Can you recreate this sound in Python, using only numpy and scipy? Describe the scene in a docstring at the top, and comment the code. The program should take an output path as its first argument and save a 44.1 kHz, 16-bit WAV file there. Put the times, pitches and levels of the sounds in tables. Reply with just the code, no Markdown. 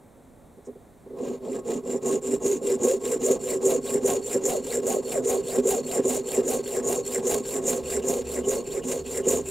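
"""Still air and a low rumble, soft knocks and a faint scratch as a hacksaw is set on a small brass rod, then sawing.
A quiet workshop, close up: the rod sits in a lathe chuck and the saw, gentle at first, swings some 2.5 times a second.
Tooth strikes and torn chips excite the modes of frame and lathe; friction noise, shaped by resonances, gives the
blade's ring, rasp and hiss, and a caught tooth knocks. Late on come short squeaks and a faint drone, twice."""
import sys
import numpy as np
from scipy import signal
from scipy.fft import rfft, irfft, next_fast_len
from scipy.io import wavfile
from scipy.ndimage import uniform_filter1d

SR = 44100
rng = np.random.default_rng(int(sys.argv[2]) if len(sys.argv) > 2 else 0)


def unload_audio(sound):
    """Save the sound as a 16-bit wav file, at the path given as the first command line argument."""
    columns = np.transpose(np.atleast_2d(sound))
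    # keep every value between -1 and 1, then stretch to whole-number steps
    steps = np.round(np.clip(columns, -1, 1) * 32767)
    wavfile.write(sys.argv[1], SR, steps.astype(np.int16))


N = 418950
TIME = np.arange(N) / SR
FFT_SIZE = next_fast_len(N + 4096)
FREQS = np.maximum(np.arange(FFT_SIZE // 2 + 1) * SR / FFT_SIZE, 1)

# strokes of the arm, push and pull in turn: start t/s, strength of the drumming level/dB
STROKES = [(1.132, -29), (1.398, -27.5), (1.629, -26), (1.82, -26), (2.005, -23), (2.204, -25.5),
           (2.391, -24.5), (2.602, -22), (2.78, -22.5), (2.993, -25.5), (3.187, -23.5), (3.387, -27.5),
           (3.599, -22), (3.806, -28), (4.001, -24), (4.21, -30.5), (4.401, -25.5), (4.619, -30),
           (4.815, -24), (5.021, -28.5), (5.218, -24), (5.421, -28), (5.62, -24.5), (5.824, -28.5),
           (6.018, -26.5), (6.23, -29.5), (6.423, -25.5), (6.624, -29.5), (6.82, -25), (7.027, -30.5),
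           (7.216, -25), (7.424, -30.5), (7.614, -26.5), (7.823, -30), (8.013, -26.5), (8.236, -31),
           (8.427, -26.5), (8.634, -31), (8.816, -28.5), (9.032, -31.5), (9.23, -25), (9.429, -30.5)]
LAST_STROKE_END_S = 9.64
# spectrum of the blade's sides rubbing: f/Hz, spectral density level/dB
RASP_COLOUR = [(900, 7), (1300, -0.5), (1600, -4.5), (2100, 1), (2700, 1), (3200, 0), (4000, 1.5),
               (5000, -3), (6500, -8.5)]


def from_db(db):
    """Level to amplitude: 20 dB is a factor of ten."""
    return 10 ** (np.asarray(db) / 20)


def rms_one(x):
    """Normalization: equal mean power, rms 1."""
    return x / np.sqrt(np.mean(x ** 2) + 1e-20)


def curve(rows, at=TIME):
    """Linear interpolation of every column over the first."""
    x, *columns = np.transpose(rows)
    return np.array([np.interp(at, x, column) for column in columns])


def over_hz(points):
    """Interpolation of a spectrum, linear in log frequency."""
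    hz, value = np.transpose(points)
    return np.interp(np.log(FREQS), np.log(hz), value)


def drift(rate_hz):
    """Random modulation: white noise through a double low-pass pole, rms 1."""
    step = 20   # samples between computed values
    pole = np.exp(-2 * np.pi * rate_hz * step / SR)
    white = rng.standard_normal(N // step + 2002)
    slow = signal.lfilter([1], [1, -2 * pole, pole * pole], white)[2000:]   # without the onset
    return np.interp(np.arange(N) / step, np.arange(len(slow)), rms_one(slow))


def white_pair():
    """Partial coherence: a shared and an opposed part make two channels less alike in the top treble."""
    # likeness of the two channels: f/Hz, correlation (0-1)
    likeness = [(60, 0.65), (110, 0.9), (200, 0.89), (380, 0.89), (700, 0.86), (1290, 0.95), (2380, 1),
                (4400, 1), (8120, 1), (15000, 0.082)]
    alike = np.clip(over_hz(likeness), 0, 1)
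    mid, side = rfft(rng.standard_normal((2, FFT_SIZE)))
    return np.sqrt(1 + alike) * mid + np.sqrt(1 - alike) * side * [[1], [-1]]


def noise(gain):
    """Spectral shaping: white stereo noise weighted by a gain over frequency, rms 1."""
    return rms_one(irfft(white_pair() * gain, FFT_SIZE)[:, :N])


def peak(hz, width_hz):
    """Resonance: gain 1 at the centre, falling away on both sides."""
    return 1 / (1 + ((FREQS - hz) / (.78 * width_hz)) ** 2)


def wavering(hz, width_hz):
    """Narrow-band noise: two random envelopes in quadrature on a carrier that follows a pitch, rms about 1."""
    turn = 2 * np.pi * np.cumsum(hz * np.ones(N)) / SR
    return drift(width_hz) * np.cos(turn) + drift(width_hz) * np.sin(turn)


def swell(s, half_s):
    """Gaussian envelope around a moment."""
    return np.exp(-np.minimum(((TIME - s) / half_s) ** 2, 60))


def catches(per_s, decay_s, size_db):
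    """Stick-slip: friction jumps at random moments and decays exponentially; mean power 1."""
    jumps = (rng.random(N) < per_s / SR) * from_db(size_db) * rng.uniform(0.54, 0.78, N)
    decay = np.exp(-1 / (decay_s * SR))
    return rms_one(1 + signal.lfilter([1], [1, -decay], jumps + 1e-18))


def ring_body(force):
    """Modal superposition: frame and lathe answer a force with damped resonators in parallel."""
    # modes of saw frame, chuck and lathe: f/Hz, width f/Hz, relative level/dB
    body_modes = [(154, 54, -17.5), (190, 61, -16), (250, 15.1, -3), (301.2, 12.5, -11.5), (384, 28.4, 2),
                  (410.6, 23.2, -0.5), (431.8, 8.4, -3.5), (474.6, 44, -1.5), (522.4, 38.5, -3),
                  (546.8, 24, -5), (620.5, 33, -15), (687, 32, -15.5), (772, 14, -17.5), (840, 44, -21.5),
                  (973, 26, -22), (1014, 58, -24.5), (1089.3, 25.5, -16), (1270, 19, -24.5)]
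    out = 0
    for k, (hz, width_hz, db) in enumerate(body_modes):
        r = np.exp(-np.pi * width_hz / SR)
        feed = np.array([1, 0, -1]) * (1 - r * r) / 2
        back = [1, -2 * r * np.cos(2 * np.pi * hz / SR), r * r]
        mode = signal.lfilter(feed, back, force + 1e-18)
        out = out + (-1) ** k * from_db(db) * mode   # neighbours have opposite sign
    return signal.sosfilt(signal.butter(3, [110, 1350], "band", fs=SR, output="sos"), out)


def shop():
    """Background noise: steady shaped air noise, a growing rumble and a passing drone add up."""
    # spectrum of the still air: f/Hz, spectral density level/dB
    air_colour = [(12, -42), (20, -7), (49, -3), (208, -4.5), (252, 1), (290, -3.5), (616, -7.5), (669, -8),
                  (1590, -24.5), (1930, -23), (2930, -35), (3760, -30), (4970, -40), (7770, -28.5),
                  (15600, -35)]
    # growth of the rumble: t/s, rms level/dB
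    rumble_growth = [(0, -68.5), (1.2, -59), (2.5, -53.5), (6.3, -52), (7.7, -51), (9.5, -49)]
    # spectrum of the rumble: f/Hz, spectral density level/dB
    rumble_colour = [(15, -8), (35, 3), (55, 4.5), (90, -5), (125, 6), (170, 9), (260, -30)]
    air = from_db(-52.5) * noise(from_db(over_hz(air_colour)))
    rumble = from_db(curve(rumble_growth)[0]) * noise(from_db(over_hz(rumble_colour)))
    return air + rumble + drone()


def snags(soft_hz=520):
    """Impulse response: setting down the blade, or a caught tooth letting go, knocks softly on the body."""
    # the blade is set on the rod, later its teeth snag: t/s, peak level/dB
    knocks = [(0.576, -41), (.67, -31), (.682, -28.5), (.755, -37.5), (1.06, -35), (1.103, -31.5),
              (1.13, -29.5), (1.702, -17.5), (1.939, -17), (2.143, -16), (2.331, -16), (2.449, -15.5),
              (2.843, -11), (3.299, -12), (3.658, -16.5), (3.948, -13), (4.044, -17), (4.349, -15),
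              (5.578, -13), (5.652, -17), (5.987, -11.5), (6.049, -16), (6.378, -13.5), (8.09, -18.5),
              (8.474, -18), (9.197, -22), (9.265, -13), (9.329, -17)]
    force = np.zeros(N)
    for s, db in knocks:
        force[int(s * SR)] += from_db(db)
    soft = signal.butter(2, soft_hz, fs=SR, output="sos")
    height = np.abs(ring_body(signal.sosfilt(soft, signal.unit_impulse(4096)))).max()   # one knock's peak
    return ring_body(signal.sosfilt(soft, force + 1e-18)) / height


def touch():
    """Friction noise: the teeth scratch faintly, under a Gaussian envelope, as they are set down."""
    # contact before the first stroke: t/s, level/dB, half length t/s
    contact = (0.665, -57.5, 0.017)
    s, db, half_s = contact
    # the density table serves directly as a signed gain here
    colour = over_hz(RASP_COLOUR) * (FREQS < 9000) + peak(8000, width_hz=1100)
    return from_db(db) * swell(s, half_s) * noise(colour)


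def swing():
    """Phase of the reciprocating arm: the whole part counts strokes done, the rest is the present one's share."""
    turns = np.append(np.array(STROKES)[:, 0], LAST_STROKE_END_S)
    return np.interp(TIME, turns, np.arange(len(turns)))


def course(rows, share, depth, knee=1.91, shallow_drop_db=19.0, grip=1.35):
    """Speed-dependent level: layers drop as the arm slows, more in a shallow slot, and swell more in a deep one."""
    full_db, drop_db, swell_db, moment, half = np.transpose(rows)[:, :, None]
    slowness = (1 - np.abs(np.sin(np.pi * share))) ** knee
    leaning = np.exp(-((share - moment) / half) ** 2)
    pause_db = (drop_db + shallow_drop_db * (1 - depth)) * slowness
    return full_db - pause_db + depth ** grip * swell_db * leaning


def arm(pull_pace=0.96, pull_evenness=0.87):
    """Reciprocating motion: direction, place along the blade, slot depth, tooth rate, evenness and four gains."""
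    # Rows body, rasp, cut, chips, before stroke strength and pressure are added. Columns: full-speed level/dB,
    # drop at rest in a deep slot level/dB, swell as the hand leans in level/dB, its moment and half length (0-1 of stroke)
    push_levels = [(-0.73, 8.6, 1, 0.24, 0.56), (-44, 8, 7.8, 0.5, 0.13), (-34.5, 18, 6.9, 0.32, 0.16),
                   (-31, 47, 7.2, 0.42, 0.17)]
    # the same on the pull, where the swell comes late
    pull_levels = [(-3.5, 5, 9.1, 0.84, 0.24), (-47.5, 7.5, 5, 0.64, 0.37), (-38, 13.3, 7.4, 0.72, 0.18),
                   (-33, 28, 5, 0.61, 0.18)]
    # working depth in the slot: t/s, depth (0-1)
    slot_depth = [(1.1, 0.44), (2.1, 0.36), (3.2, 0.71), (4.4, 1), (8.4, 0.98), (9.5, 0.77)]
    # pace of the arm on the push: t/s, tooth rate at mid-stroke f/Hz
    pace = [(1.2, 247), (2.35, 320), (2.7, 511), (3.7, 676), (4.1, 720), (5.0, 780), (6.1, 780), (8.1, 720),
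            (8.7, 600), (9.5, 663)]
    # the hand bears down, eases late on and presses again at the end: t/s, pressure level/dB
    hand_pressure = [(1.13, -27), (1.3, -14.5), (1.5, -10.5), (1.9, -5), (2.1, 0), (2.9, 1.55), (4.4, -0.5),
                     (5.6, -1), (7.6, 0.35), (8.9, -3.5), (9.25, 2.5)]
    # how evenly the teeth bite on the push: t/s, evenness (0-1)
    bite_evenness = [(1.2, 0.25), (2.7, 0.52), (5.7, 0.61), (6.5, 0.33), (7.4, 0.05), (9.5, 0.19)]
    # gain of rasp, cut and chips per dB of pressure: level/dB
    follows_pressure = (0.46, 1.0, 1.5)
    start, strength_db = np.transpose(STROKES)
    done = swing()
    k = np.minimum(done.astype(int), len(start) - 1)
    share, pushing = done - k, k % 2 == 0
    place = (1 - np.cos(np.pi * done)) / 2   # 0 before a push, 1 after it
    depth = np.clip(curve(slot_depth)[0], 0, 1)
    pressure_db = curve(hand_pressure)[0]
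    levels = np.where(pushing, course(push_levels, share, depth), course(pull_levels, share, depth))
    levels = levels + np.vstack([strength_db[k], np.outer(follows_pressure, pressure_db)])
    gains = uniform_filter1d(from_db(levels) * (TIME > start[0]), size=150, axis=1)   # no clicks at the turns
    speed = np.abs(np.sin(np.pi * share))
    tooth_rate = curve(pace)[0] * np.where(pushing, 1, pull_pace) * speed
    even = np.clip(curve(bite_evenness)[0] * np.where(pushing, 1, pull_evenness), 0, 1)
    return pushing, place, depth, tooth_rate, even, gains


def teeth(tooth_rate, even, jitter=0.02487, overtone_db=-18, smear_db=-5.0, smear_hz=110, tears_db=-2.5,
          grain_db=2.5, catches_per_s=1500, direct=0.22, evening=0.67):
    """Forced vibration: teeth in step and chips torn at random drive the body; the tooth rate sweeps its modes."""
    turn = 2 * np.pi * np.cumsum(tooth_rate * (1 + jitter * drift(57.5))) / SR
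    beat = np.sin(turn) + from_db(overtone_db) * np.sin(2 * turn)
    beat = beat * from_db(3.8 * drift(39))
    beat = beat * np.clip(tooth_rate / 260, 0, 1) ** 2   # slow teeth hardly strike
    steady = rms_one(ring_body(beat)) + direct * beat * np.clip(tooth_rate / 600, 0, 1) ** 2
    # an uneven bite smears the tooth tone into a band around the same rate
    smeared = from_db(smear_db) * rms_one(ring_body(wavering(tooth_rate, smear_hz)))
    tears = (rng.random(N) < catches_per_s / SR) * rng.standard_normal(N) * from_db(grain_db * drift(42.0))
    torn = from_db(tears_db) * rms_one(ring_body(tears))
    shake = even * steady + smeared + np.sqrt(np.maximum(1 - even ** 2, 0)) * torn
    # the hand's pressure holds the shaking to a more even strength
    power = np.maximum(uniform_filter1d(shake ** 2, size=1300), 1e-6)
    return rms_one(shake / power ** (evening / 2))


def sliding_mode(place, rows, width_hz, wander=.07):
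    """Length-dependent bending mode: pitch and strength follow the place of the cut along the blade."""
    hz, db = curve(rows, place + wander * drift(4))
    return from_db(db + 2.66 * drift(37.9)) * wavering(hz, width_hz)


def flanks(pushing, place, depth, rasp_db=-1.5, push_bend_db=-11.0, pull_bend_db=-1.5):
    """Dry friction: the blade's sides rub grittily in the slot, and its free lengths sing as the slot grips them."""
    # narrow resonances added to the rasp: f/Hz, width f/Hz, spectral density level/dB
    rasp_modes = [(1590, 63, 4), (1990, 47, -3), (2440, 48, -3), (2787, 41, 5), (5610, 150, -3)]
    # bending modes of the free blade on either side of the cut: place along the blade (0-1), f/Hz, level/dB
    near_length = [(0, 1550, -8), (.12, 1748, -2.5), (.35, 2126, -3.5), (.55, 2900, -5.5), (.7, 3565, -30)]
    far_length = [(.35, 5404, -22), (.55, 4500, -4.5), (.75, 3400, -4.5), (.9, 2700, -7.5), (1, 2412, -20)]
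    resonances = sum(from_db(db) * peak(hz, width_hz) for hz, width_hz, db in rasp_modes)
    colour = from_db(over_hz(RASP_COLOUR)) + resonances
    rubbing = from_db(rasp_db) * noise(colour) * catches(per_s=65, decay_s=0.0066, size_db=-1.0)
    bending = sliding_mode(place, near_length, width_hz=340) + sliding_mode(place, far_length, width_hz=360)
    bend_gain = from_db(np.where(pushing, push_bend_db, pull_bend_db)) * np.sqrt(depth)
    return rubbing + bend_gain * bending


def blade(pushing, ring_db=-1.0, flutter_db=1.5, sway_db=2.0):
    """Noise-excited resonance: the cutting edge rings the blade's modes, weighted differently on push and pull."""
    # modes of the blade: f/Hz, width f/Hz, relative level on the push/dB, on the pull/dB
    blade_modes = [(5470, 250, -15, -14), (6066, 71, -5, -11), (6760, 310, 0, -13.5), (6977, 69, 5, -7),
                   (7303, 210, 2, 2), (7560, 230, -7, -3), (7870, 440, -8.5, -7.5), (8800, 330, -6, -9),
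                   (9250, 330, -26, -27), (11540, 500, -25, -23.5), (14380, 330, -21, -26)]
    # long-ringing modes of the taut blade: f/Hz, width f/Hz, relative level/dB
    taut_modes = [(5960, 50, -10), (6880, 35, -8), (7000, 30, 2), (7390, 34, 6.5)]
    lines = sum(from_db(db) * peak(hz, width_hz) for hz, width_hz, db in taut_modes)
    out = from_db(-7.5) * noise(lines)
    # power of each mode: its squared height times its width
    push, pull = [np.array([from_db(row[k]) ** 2 * row[1] for row in blade_modes]) for k in (2, 3)]
    for (hz, width_hz, _, _), on_push, on_pull in zip(blade_modes, push / push.sum(), pull / pull.sum()):
        strength = np.sqrt(np.where(pushing, on_push, on_pull)) * from_db(sway_db * drift(19.0))
        out = out + strength * noise(peak(hz, width_hz))
    return from_db(ring_db + flutter_db * drift(65.0)) * rms_one(out)


def chips(pushing, depth, push_db=-10.0, pull_db=-11.5, shallow_db=-13.0, grit_db=2.5):
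    """Fracture noise: chips break off in a gritty hiss, stronger once the teeth are well in."""
    # spectrum of the hiss: f/Hz, spectral density level/dB
    hiss_colour = [(4500, -17), (6000, -18), (8000, 2.5), (9500, 2), (11000, -0.5), (13000, -1.5),
                   (14800, -4.5), (15800, -4.5)]
    level_db = np.where(pushing, push_db, pull_db) + shallow_db * (1 - depth) + grit_db * drift(280)
    return from_db(level_db) * noise(from_db(over_hz(hiss_colour)))


def bites(bite_after_s=0.052, bite_db=3.0, skate_s=0.004, settle_s=0.027):
    """Friction transient: early in each push the teeth skate, then the friction jumps as they bite, and settles."""
    db = np.zeros(N)
    for s in np.array(STROKES)[::2, 0] + bite_after_s:
        near = slice(int((s - .1) * SR), int((s + .1) * SR))
        since = TIME[near] - s
        sag, jump = -np.exp(-np.abs(since) / skate_s), np.exp(-np.abs(since) / settle_s)
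        db[near] += bite_db * np.where(since < 0, sag, jump)
    return from_db(db)


def whistle(place, depth, hz=4360, full_reach_db=-51.5, reach_db=19.0):
    """Friction-excited tone: pushed far through a deep slot, the blade whistles as long as it moves."""
    speed = 2 * np.sqrt(place * (1 - place))
    tone = wavering(hz + 25 * drift(10.0), width_hz=58.5) * from_db(2.0 * drift(40))
    reach = from_db(full_reach_db + reach_db * (place - 1))
    return depth ** 3 * np.minimum(2.1 * speed, 1) * reach * tone


def squeaks(from_s=7.75, level_db=-1.0, width_hz=240, wander=0.03):
    """Stick-slip tones: short rough chirps where the blade binds, at a slightly different pitch each time."""
    # places in every swing where the blade binds: phase (push 0-1, pull 1-2), mean f/Hz,
    # relative level/dB, half length t/s
    binding = [(0.09, 2880, -45, 0.017), (1.2, 2580, -45.5, 0.018), (1.78, 2020, -41.5, 0.01)]
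    done, out = swing(), 0
    for phase, hz, db, half_s in binding:
        moments = np.interp(np.arange(phase, done[-1], 2), done, TIME)
        gate = sum(swell(s, half_s) for s in moments[moments > from_s])
        pitch = hz * (1 + wander * drift(2.3))
        tone = 0.36 * np.cos(2 * np.pi * np.cumsum(pitch) / SR) + 0.56 * wavering(pitch, width_hz)
        out = out + from_db(db + level_db) * gate * tone
    return out


def drone(waver_db=4.0, attack_s=0.052, release_s=0.09):
    """Gliding sinusoid: a low tone fades in, drifts in pitch, wavers in level and dies away."""
    # passages of the drone: start t/s, end t/s, initial f/Hz, glide (Hz/s), mean rms level/dB
    passages = [(7.8, 8.349, 70.1, -1.5, -49), (8.948, 9.5, 73.8, 6, -49.5)]
    out = 0
    for start, end, hz, glide_hz_per_s, db in passages:
        since = np.maximum(TIME - start, 0)
        gate = np.minimum(since / attack_s, 1) * np.exp(-np.maximum(TIME - end, 0) / release_s)
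        turn = 2 * np.pi * np.cumsum(hz + glide_hz_per_s * since) / SR
        out = out + from_db(db) * gate * np.sqrt(2) * np.sin(turn)
    return out * from_db(waver_db * drift(5.9))


def scene(spread_db=-17.0, chatter_db=1.1, ring_out_s=0.0028):
    """Superposition: one swinging arm drives body, flanks and cutting edge; the blade chatters in the slot."""
    pushing, place, depth, tooth_rate, even, (body, rasp, cut, hiss) = arm()
    chatter = from_db(chatter_db * drift(68)) * catches(per_s=63, decay_s=0.0059, size_db=-2.0)
    # body noise of opposite sign in the two channels widens the drumming
    scattered = from_db(spread_db) * rms_one(ring_body(rng.standard_normal(N))) * np.array([[1], [-1]])
    # the heavy body takes a moment to build up and to die away
    hold = np.exp(-1 / (ring_out_s * SR))
    body = signal.lfilter([1 - hold], [1, -hold], body + 1e-18)
    drumming = body * (teeth(tooth_rate, even) + scattered) + snags()
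    friction = rasp * flanks(pushing, place, depth) + cut * blade(pushing) + hiss * chips(pushing, depth)
    # at each reversal the teeth come to rest and the friction weakens
    sliding = np.clip(.5 + tooth_rate / 300, 0, 1)
    sawing = drumming + sliding * chatter * bites() * friction + whistle(place, depth)
    return sawing + squeaks() + touch() + shop()


def record(dry, cutoff_hz=15650):
    """Interchannel difference: two close microphones differ in level and phase; the top is cut steeply."""
    # level of left over right: f/Hz, level/dB
    tilt = [(70, -1.7), (150, -1.4), (250, -2.5), (310, 0.5), (385, -1.3), (430, -3.5), (480, 0.5),
            (540, -2.5), (630, 1), (690, -2), (775, 1), (1090, -0.5), (3000, -0.5), (12000, 0.0)]
    # phase by which left leads: f/Hz, phase (rad)
    lead = [(70, 0.13), (150, 0.25), (250, 0.017), (310, -0.078), (385, -0.0046), (430, 0.22), (480, 0.06),
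            (540, 0.055), (630, 1.37), (690, 0.43), (775, 0.69), (1090, -0.47), (3000, -0.16),
            (12000, 0.41)]
    half = from_db(over_hz(tilt) / 2) * np.exp(.5j * over_hz(lead))   # each channel takes half the difference
    top = 1 / np.sqrt(1 + (FREQS / cutoff_hz) ** 300)
    return irfft(rfft(dry, FFT_SIZE) * [half, 1 / half] * top, FFT_SIZE)[:, :N]


dry = scene()
out = record(dry)
unload_audio(out)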